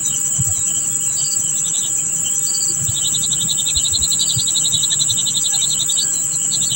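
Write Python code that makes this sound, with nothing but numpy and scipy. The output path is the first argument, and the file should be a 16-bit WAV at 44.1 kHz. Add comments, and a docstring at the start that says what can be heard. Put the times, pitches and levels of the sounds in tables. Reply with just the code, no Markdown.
"""Cicadas drone in a summer wood, heard from a nest in a hollow tree: streams of clicks ring in a set band.
A cricket pulses about ten times a second, as swells of clicks; a thin whine, a sine in narrow hiss, hangs above.
One bird chatters in runs of raspy notes, a higher one answers and others call farther off: their whistles
are shaken by a fast rattle and scattered by trunks and leaves. Twigs tick and scrape as brief bright noise.
Underneath lie a hush and a rumble, both shaped noise, and soft bumps made of short low tones."""
import sys
import numpy as np
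from scipy import signal
from scipy.fft import rfft, irfft, next_fast_len
from scipy.io import wavfile
from scipy.ndimage import map_coordinates

SR = 44100
rng = np.random.default_rng(int(sys.argv[2]) if len(sys.argv) > 2 else 0)


def transcribe(u):
    """Save the signal u as a 16-bit wav file named by the first command-line argument.

    u: samples, shape (n,) or (channels, n), limited to [-1, 1]; the rate is SR.
    q: integer samples, one column per channel.
    """
    v = np.clip(np.atleast_2d(u).T, -1, 1)
    q = np.round(v * 32767).astype(np.int16)
    wavfile.write(sys.argv[1], SR, q)


N = 297675

# In every table a half length is the time from a sound's middle to where its swell has faded to 1/e.
# how the cicadas' bodies ring: [f/Hz, relative level/dB]
CICADA_BODY = [(5600, -65.5), (6450, -29.5), (6650, -30.5), (6790, -17), (6900, -11.5), (7150, -10),
               (7400, -6), (7680, 0), (7900, -2.5), (8200, -12.5), (8450, -24.5), (8600, -32),
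               (8850, -44.5), (9100, -63)]
CHORUS_DB = -19.1
LONE_DB, LONE_FADE_DB_PER_S = -29.5, .55  # the lone cicada slowly tires
FALTERS_S, FALTER_DB, FALTER_HALF_S = [1.58, 3.64], 14, .11  # and dips deeply twice

# the cricket holds a pace for a while, then shifts: [start t/s, chirps per second]
CRICKET_PACE = [(.065, 9.85), (.776, 11.06), (1.499, 10.4), (3.902, 9.79), (4.924, 10.14), (5.811, 9.19),
                (6.246, 9.99)]
# how hard the cricket sings, before its gain: [t/s, level/dB]
CRICKET_LEVEL = [(.17, -28.5), (.45, -34), (.8, -30.5), (.96, -46), (1.06, -35), (1.55, -30), (1.95, -33.5),
                 (2.35, -30.5), (3.0, -36), (3.27, -32.5), (3.5, -38.5), (4.35, -36.5), (4.65, -33),
                 (5.7, -31.5), (6.1, -35.5), (6.75, -33)]
# how the cricket's wing rings: [f/Hz, relative level/dB]
WING = [(5500, -39.5), (5880, -13.5), (6020, -1), (6130, -1), (6240, -1), (6380, -35), (6600, -54)]
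CRICKET_SPREAD_DB = 1.2  # from chirp to chirp

WHINE_HZ, WHINE_DB = 15736, -33

# the near bird's runs of raspy notes: [first note t/s, last note t/s]
CHATTER_RUNS = [(1.578, 1.85), (2.89, 5.994), (6.546, 6.722)]
# the near bird's effort, before its gain: [t/s, level/dB]
CHATTER_LEVEL = [(1.57, -35), (1.7, -29.8), (1.86, -28.3), (2.89, -32.5), (2.99, -25), (3.4, -24.5),
                 (3.78, -22.7), (4.0, -19), (4.2, -21), (5.35, -21.4), (6.0, -23), (6.75, -24)]
CHATTER_PER_S = 11.3
EASY_HZ, PUSH_ABOVE_DB, PUSH_HZ_PER_DB = 3690, -24.5, 42  # pushed harder, the notes go sharp
CHATTER_SPREAD_DB, CHATTER_SPREAD_HZ = .8, 30  # from note to note

# a second bird's bursts and single notes, before its gain: [first note t/s, length/s, level/dB, f/Hz]
ANSWERS = [(.2, 0, -47, 4670), (.49, 0, -47, 4700), (1.194, .136, -25, 4670), (2.489, .207, -24.5, 4635),
           (2.92, 0, -43.5, 4600), (3.236, 0, -38.5, 4600), (3.845, 0, -37, 4500), (4.216, .204, -26, 4650),
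           (5.43, 0, -35, 4780), (5.941, 0, -32, 4620), (6.023, 0, -21, 4530), (6.536, 0, -27, 4390)]
ANSWER_PER_S = 14.6
# the far flock's calls that stand out, before their gain: [t/s, level/dB]
FAR_CALLS = [(.134, -32), (.355, -38), (.699, -35), (.769, -36), (1.223, -37.5), (1.481, -36),
             (1.852, -34.5), (2.272, -30.5), (3.039, -30), (3.386, -35), (3.596, -36), (3.805, -31),
             (4.245, -34), (4.341, -36), (4.634, -34), (4.796, -33.5), (5.197, -34.5), (5.292, -32.5),
             (5.6, -34), (5.767, -33), (5.981, -37), (6.439, -36), (6.737, -29.5)]
FAR_HZ = 3030
FLOCK_DB, FLOCK_SPREAD_DB, FLOCK_SPREAD_HZ = -42, 1.8, 110  # the rest of the flock
# scattered falling notes, before their gain: [t/s, level/dB, middle f/Hz, half length/s]
SLURS = [(.08, -36.5, 3830, .035), (.496, -40, 716, .016), (.59, -38, 3920, .045), (.686, -45, 2620, .026),
         (.83, -47, 4620, .04), (1.17, -43, 3850, .09), (1.79, -35, 3870, .03), (1.998, -40.5, 2480, .017),
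         (2.44, -42.5, 3660, .04), (2.711, -39, 362, .025), (3.7, -33, 2580, .014), (3.945, -43, 360, .034),
         (4.792, -32, 3680, .018), (4.932, -39, 1730, .011), (5.528, -44, 1670, .028),
         (5.545, -39.5, 790, .028), (5.605, -39, 2360, .016), (5.706, -30, 4170, .026),
         (6.06, -47, 1620, .06), (6.17, -35.5, 4070, .04), (6.343, -31, 4190, .02),
         (6.674, -30.5, 4310, .018)]
SLUR_FALL_PER_S, SLUR_RASP = .55, .029  # both as shares of the pitch

# dry twigs of the nest tick and rustle: [t/s, level/dB, half length/s]
TWIGS = [(4.056, -33, .001), (5.427, -44, .012), (5.448, -35, .006)]
# the bright sound of the twigs: [f/Hz, relative level/dB]
TWIG_COLOUR = [(1000, -30), (4800, -27), (9200, 5), (10500, -14)]

# the wood's distant hush: [f/Hz, relative level/dB]
HUSH_COLOUR = [(20, -26), (200, 4.5), (350, 4), (450, 0), (570, -2), (760, -0.5), (1000, -1), (1550, -1),
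               (1950, -6.5), (2600, -4.5), (4000, -8.5), (5200, -11), (8500, -17), (15800, -40.5)]
# the colour of the rumble: [f/Hz, relative level/dB]
RUMBLE_COLOUR = [(15, -16), (45, -21.5), (80, -13.5), (115, -5.5), (140, -1), (180, -6.5), (260, -13.5),
                 (400, -27), (800, -55.5)]
# how the rumble rises and falls, before its gain: [t/s, level/dB]
RUMBLE_LEVEL = [(0, -40.5), (1.0, -38), (1.3, -40.5), (2.2, -39), (2.55, -42), (2.95, -37), (3.3, -36),
                (3.6, -38.5), (5.0, -37.5), (5.5, -41), (6.75, -37.5)]
# the soft low bumps: [t/s, level/dB, middle f/Hz, half length/s]
BUMPS = [(0.406, -15, 123, 0.016), (0.494, -23.5, 105, 0.028), (.59, -31, 90, .014),
         (2.83, -24.5, 146, 0.027), (2.895, -17.5, 112, 0.009), (3.21, -32, 147, .021),
         (3.32, -31.5, 143, .025), (3.457, -25.5, 149, 0.019), (3.774, -20.5, 82, 0.011),
         (3.935, -27, 86, .02), (4.02, -24, 80, 0.017), (4.377, -17.5, 121, 0.014),
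         (4.749, -22.5, 120, 0.009), (5.12, -27.5, 104, 0.016)]
TOP_HZ = 15870  # nothing sounds above this


def cicada_chorus():
    """Several insects buckle their ribs in streams of clicks, which ring strongest near 7.7 kHz."""
    clicks = unsteady_clicks(rate=420, scatter=.3, count=4)
    level_db = CHORUS_DB + 1.03 * wobble(80, N)
    return coloured(clicks, CICADA_BODY) * amp(level_db)


def lone_cicada():
    """One insect holds a narrower, lower note: noise squeezed into a band only 50 Hz wide."""
    ring = filtered(rng.standard_normal(N), lambda hz: resonance(hz, 7033, 50, order=2))
    t = np.arange(N) / SR
    falter = sum(np.exp(-((t - s) / FALTER_HALF_S) ** 2) for s in FALTERS_S)
    level_db = LONE_DB - LONE_FADE_DB_PER_S * t - FALTER_DB * falter
    return unit(ring) * amp(level_db)


def unsteady_clicks(rate, scatter, count):
    """Streams of clicks of random strength, each stream at its own unsteady rate."""
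    clicks = np.zeros(N)
    for speed in rate * np.exp(.25 * rng.standard_normal(count)):
        gaps = np.exp(scatter * rng.standard_normal(int(2 * speed * N / SR))) / speed
        at = (np.cumsum(gaps) * SR).astype(int)
        at = at[at < N]
        strength = amp(2 * rng.standard_normal(len(at)))
        clicks += np.bincount(at, strength, N)
    return clicks - clicks.mean()


def cricket():
    """Each wing stroke scrapes a short swell of tooth strikes into a narrow resonance."""
    t, strokes = note_time(), np.zeros(N)
    ends = [s for s, _ in CRICKET_PACE[1:]] + [N / SR + t[-1]]
    for (start, per_s), end in zip(CRICKET_PACE, ends):
        # the last time of a stretch is the first of the next
        for s in run_of_notes(start, end, per_s)[:-1]:
            db = level_at(CRICKET_LEVEL, s) + CRICKET_SPREAD_DB * rng.standard_normal()
            add(strokes, s, amp(db + 4) * np.exp(-(t / .018) ** 2))
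    teeth = unsteady_clicks(rate=880, scatter=.3, count=3)
    return strokes * coloured(teeth, WING)


def whine():
    """A thin tone at the top of hearing, fluttering in pitch inside its own narrow hiss."""
    def narrow_band(hz):
        return resonance(hz, WHINE_HZ, 26, order=1) * resonance(hz, WHINE_HZ, 100, order=2)
    hiss = unit(filtered(rng.standard_normal(N), narrow_band))
    fluttering = tone(WHINE_HZ + 7 * wobble(12, N))
    return amp(WHINE_DB) * unit(hiss + .6 * fluttering)


def chatter():
    """The near bird's notes start low and soft, arch up and turn harsh where loudest; no two are alike."""
    t, out = note_time(), np.zeros(N)
    times = np.concatenate([run_of_notes(first, last, CHATTER_PER_S) for first, last in CHATTER_RUNS])
    variety = np.exp(.13 * rng.standard_normal((len(times), 2)))
    for s, (stretch, lift) in zip(times, variety):
        db = level_at(CHATTER_LEVEL, s) + CHATTER_SPREAD_DB * rng.standard_normal()
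        push_hz = PUSH_HZ_PER_DB * max(db - PUSH_ABOVE_DB, 0)
        hz = EASY_HZ + push_hz + CHATTER_SPREAD_HZ * rng.standard_normal()
        # a slower rise than fall
        half_length = stretch * np.where(t < 0, .022, .016)
        effort = np.exp(-np.abs(t / half_length) ** 2.13)
        arch = np.exp(-((t - .003) / .01715 / stretch) ** 2)
        pitch = hz - 130 + 280 * lift * arch
        upper = raspy_note(pitch, 75 + 85 * arch, rasp_rate=700, flutter_db=3.6, beak_hz=720)
        # the other side of the syrinx joins in, lower, at the height of the note
        lower = raspy_note(pitch - 410, rasp_hz=130, rasp_rate=870, flutter_db=3.5, beak_hz=650)
        add(out, s, amp(db + 3) * effort * (upper + amp(-5) * arch ** 2 * lower))
    return foliage(out, wet_db=-6, t60=.074)


def raspy_note(pitch_hz, rasp_hz, rasp_rate, flutter_db, beak_hz):
    """A whistle shaken by an irregular rattle of the syrinx; throat and beak pass a band beak_hz wide."""
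    size = len(pitch_hz)
    flutter = amp(flutter_db * np.minimum(wobble(rasp_rate, size), 1))  # the syrinx opens only so far
    whistle = tone(pitch_hz + rasp_hz * wobble(rasp_rate, size)) * flutter
    middle_hz = np.mean(pitch_hz[size * 2 // 5:size * 3 // 5])
    band = resonance(np.fft.rfftfreq(size, 1 / SR), middle_hz, beak_hz, order=5)
    return unit(irfft(rfft(whistle) * band, size))


def buzzes(rows, gain_db, half_length, rasp_hz, rasp_rate, beak_hz):
    """Buzzy notes on a level pitch, each with a flat-topped swell."""
    t, out = note_time(), np.zeros(N)
    swell = np.exp(-(t / half_length) ** 4)
    for s, db, hz in rows:
        note = raspy_note(np.full(len(t), hz), rasp_hz, rasp_rate, flutter_db=7, beak_hz=beak_hz)
        add(out, s, amp(db + gain_db) * swell * note)
    return out


def answering_bird():
    """A higher bird answers in bursts and single notes of level, buzzy pitch."""
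    notes = []
    for first, length, db, hz in ANSWERS:
        notes += [(s, db, hz) for s in run_of_notes(first, first + length, ANSWER_PER_S)]
    answer = buzzes(notes, gain_db=-1, half_length=.023, rasp_hz=185, rasp_rate=710, beak_hz=520)
    return foliage(answer, wet_db=-15, t60=.13)


def far_calls():
    """Buzzy calls come through the leaves with a longer scattered tail."""
    calls = [(s, db, FAR_HZ) for s, db in FAR_CALLS]
    far = buzzes(calls, gain_db=2, half_length=.026, rasp_hz=119, rasp_rate=500, beak_hz=375)
    return foliage(far, wet_db=-13.5, t60=.58)


def slurred_notes():
    """Scattered raspy whistles slide down in pitch as they sound."""
    t, slurs = note_time(), np.zeros(N)
    for s, db, hz, half_length in SLURS:
        pitch = hz * (1 - SLUR_FALL_PER_S * t)
        note = raspy_note(pitch, SLUR_RASP * hz, rasp_rate=hz / 9, flutter_db=3.3, beak_hz=700)
        add(slurs, s, amp(db + 3.5) * np.exp(-(t / half_length) ** 2) * note)
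    return foliage(slurs, wet_db=-9.5, t60=.04)


def flock(count):
    """Many faint calls of the same far birds run together into a twitter."""
    chance = rng.standard_normal((count, 3))
    s = (np.arange(count) + .2 * chance[:, 0]) * N / SR / count
    db = FLOCK_DB + FLOCK_SPREAD_DB * chance[:, 1]
    hz = FAR_HZ + FLOCK_SPREAD_HZ * chance[:, 2]
    calls = np.column_stack([s, db, hz])
    twitter = buzzes(calls, gain_db=0, half_length=.028, rasp_hz=110, rasp_rate=450, beak_hz=480)
    return foliage(twitter, wet_db=-8, t60=.2)


def foliage(x, wet_db, t60):
    """The direct sound and its dying scatter from trunks and leaves, which shifts as they sway."""
    hop = SR // 2  # a new scatter pattern every half second
    t, out = np.arange(hop) / SR, x.copy()
    for start in range(0, N, hop):
        tail = rng.standard_normal(hop) * amp(-60 * t / t60)  # 60 dB down after t60 seconds
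        echo = signal.fftconvolve(x[start:start + hop], tail / np.linalg.norm(tail))[:N - start]
        out[start:start + len(echo)] += amp(wet_db) * echo
    # the leaves swallow the treble; the band also ends at 100 Hz below
    muffled = filtered(out, lambda hz: resonance(hz, 2700, 5200, order=12))
    return muffled / np.sqrt(1 + amp(wet_db) ** 2)


def twigs():
    """Brief, bright scrapes of dry nest material: short swells of shaped noise."""
    t, touches = note_time(), np.zeros(N)
    for s, db, half_length in TWIGS:
        add(touches, s, amp(db) * np.exp(-(t / half_length) ** 2))
    return touches * coloured(rng.standard_normal(N), TWIG_COLOUR)


def bumps():
    """Soft low thuds: short swells of a tone with an unsteady pitch."""
    t, out = note_time(), np.zeros(N)
    for s, db, hz, half_length in BUMPS:
        thud = tone(hz * np.exp(.18 * wobble(110, len(t))))
        add(out, s, amp(db) * np.exp(-(t / half_length) ** 2) * thud)
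    return out


def rumble():
    """Low noise that wavers around a slow level curve."""
    level_db = level_at(RUMBLE_LEVEL, np.arange(N) / SR) + 1 + 1.7 * wobble(14, N)
    return amp(level_db) * coloured(rng.standard_normal(N), RUMBLE_COLOUR)


def hush():
    """The distant hush of the wood: broad noise with a slight flicker in level."""
    level_db = -41 + .7 * wobble(30, N)
    return amp(level_db) * coloured(rng.standard_normal(N), HUSH_COLOUR)


def amp(db):
    """Turn decibels into a factor."""
    return 10 ** (np.asarray(db) / 20)


def unit(x):
    """Scale a sound to an rms (average strength) of 1."""
    return x / np.sqrt(np.mean(x ** 2) + 1e-20)


def level_at(rows, s):
    """Read a two-column table at time s, with straight lines between its rows."""
    return np.interp(s, *np.transpose(rows))


def wobble(rate, size):
    """A smooth random curve through rate random points a second."""
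    knots = np.arange(size) * rate / SR
    coarse = np.arange(0, knots[-1] + 1, .125)
    points = rng.standard_normal(int(knots[-1]) + 5)
    return np.interp(knots, coarse, map_coordinates(points, [coarse + 1]))


def filtered(x, response):
    """Strengthen or weaken each frequency of x by the given response."""
    size = next_fast_len(N + SR // 2)
    return irfft(rfft(x, size) * response(np.fft.rfftfreq(size, 1 / SR)), size)[:N]


def coloured(x, points):
    """Shape x by a table of frequencies and decibels, then bring it to rms 1."""
    f, db = np.transpose(points)

    def response(hz):
        return amp(np.interp(np.log(hz + 1), np.log(f), db, right=-120))
    return unit(filtered(x, response))


def resonance(hz, centre_hz, width_hz, order):
    """The gain of a pass band; a higher order gives steeper sides."""
    return 1 / np.sqrt(1 + np.abs(2 * (hz - centre_hz) / width_hz) ** (2 * order))


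def tone(hz):
    """A sine of rms 1 that follows a pitch curve from a random starting phase."""
    return np.sqrt(2) * np.sin(2 * np.pi * (np.cumsum(hz) / SR + rng.random()))


def add(track, s, sound):
    """Mix a sound in, centred on time s."""
    at = round(s * SR) - len(sound) // 2 + np.arange(len(sound))
    inside = (at >= 0) & (at < N)
    track[at[inside]] += sound[inside]


def note_time():
    """Seconds around the middle of a note, from -0.1 to 0.1."""
    return np.arange(-SR // 10, SR // 10) / SR


def run_of_notes(first, last, per_s):
    """Evenly spaced note times from first to last, about per_s a second."""
    return np.linspace(first, last, round(abs(last - first) * per_s) + 1)


def scene():
    """All the insects, birds and background sounds together."""
    insects = cicada_chorus() + lone_cicada() + cricket()
    birds = chatter() + answering_bird() + far_calls() + slurred_notes() + flock(count=80)
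    background = twigs() + bumps() + rumble() + hush()
    return (insects + whine() + birds + background)[None]


def record(dry):
    """Keep only the sound below the upper band limit."""
    return filtered(dry[0], lambda hz: hz < TOP_HZ)[None]


dry = scene()
out = record(dry)
transcribe(out)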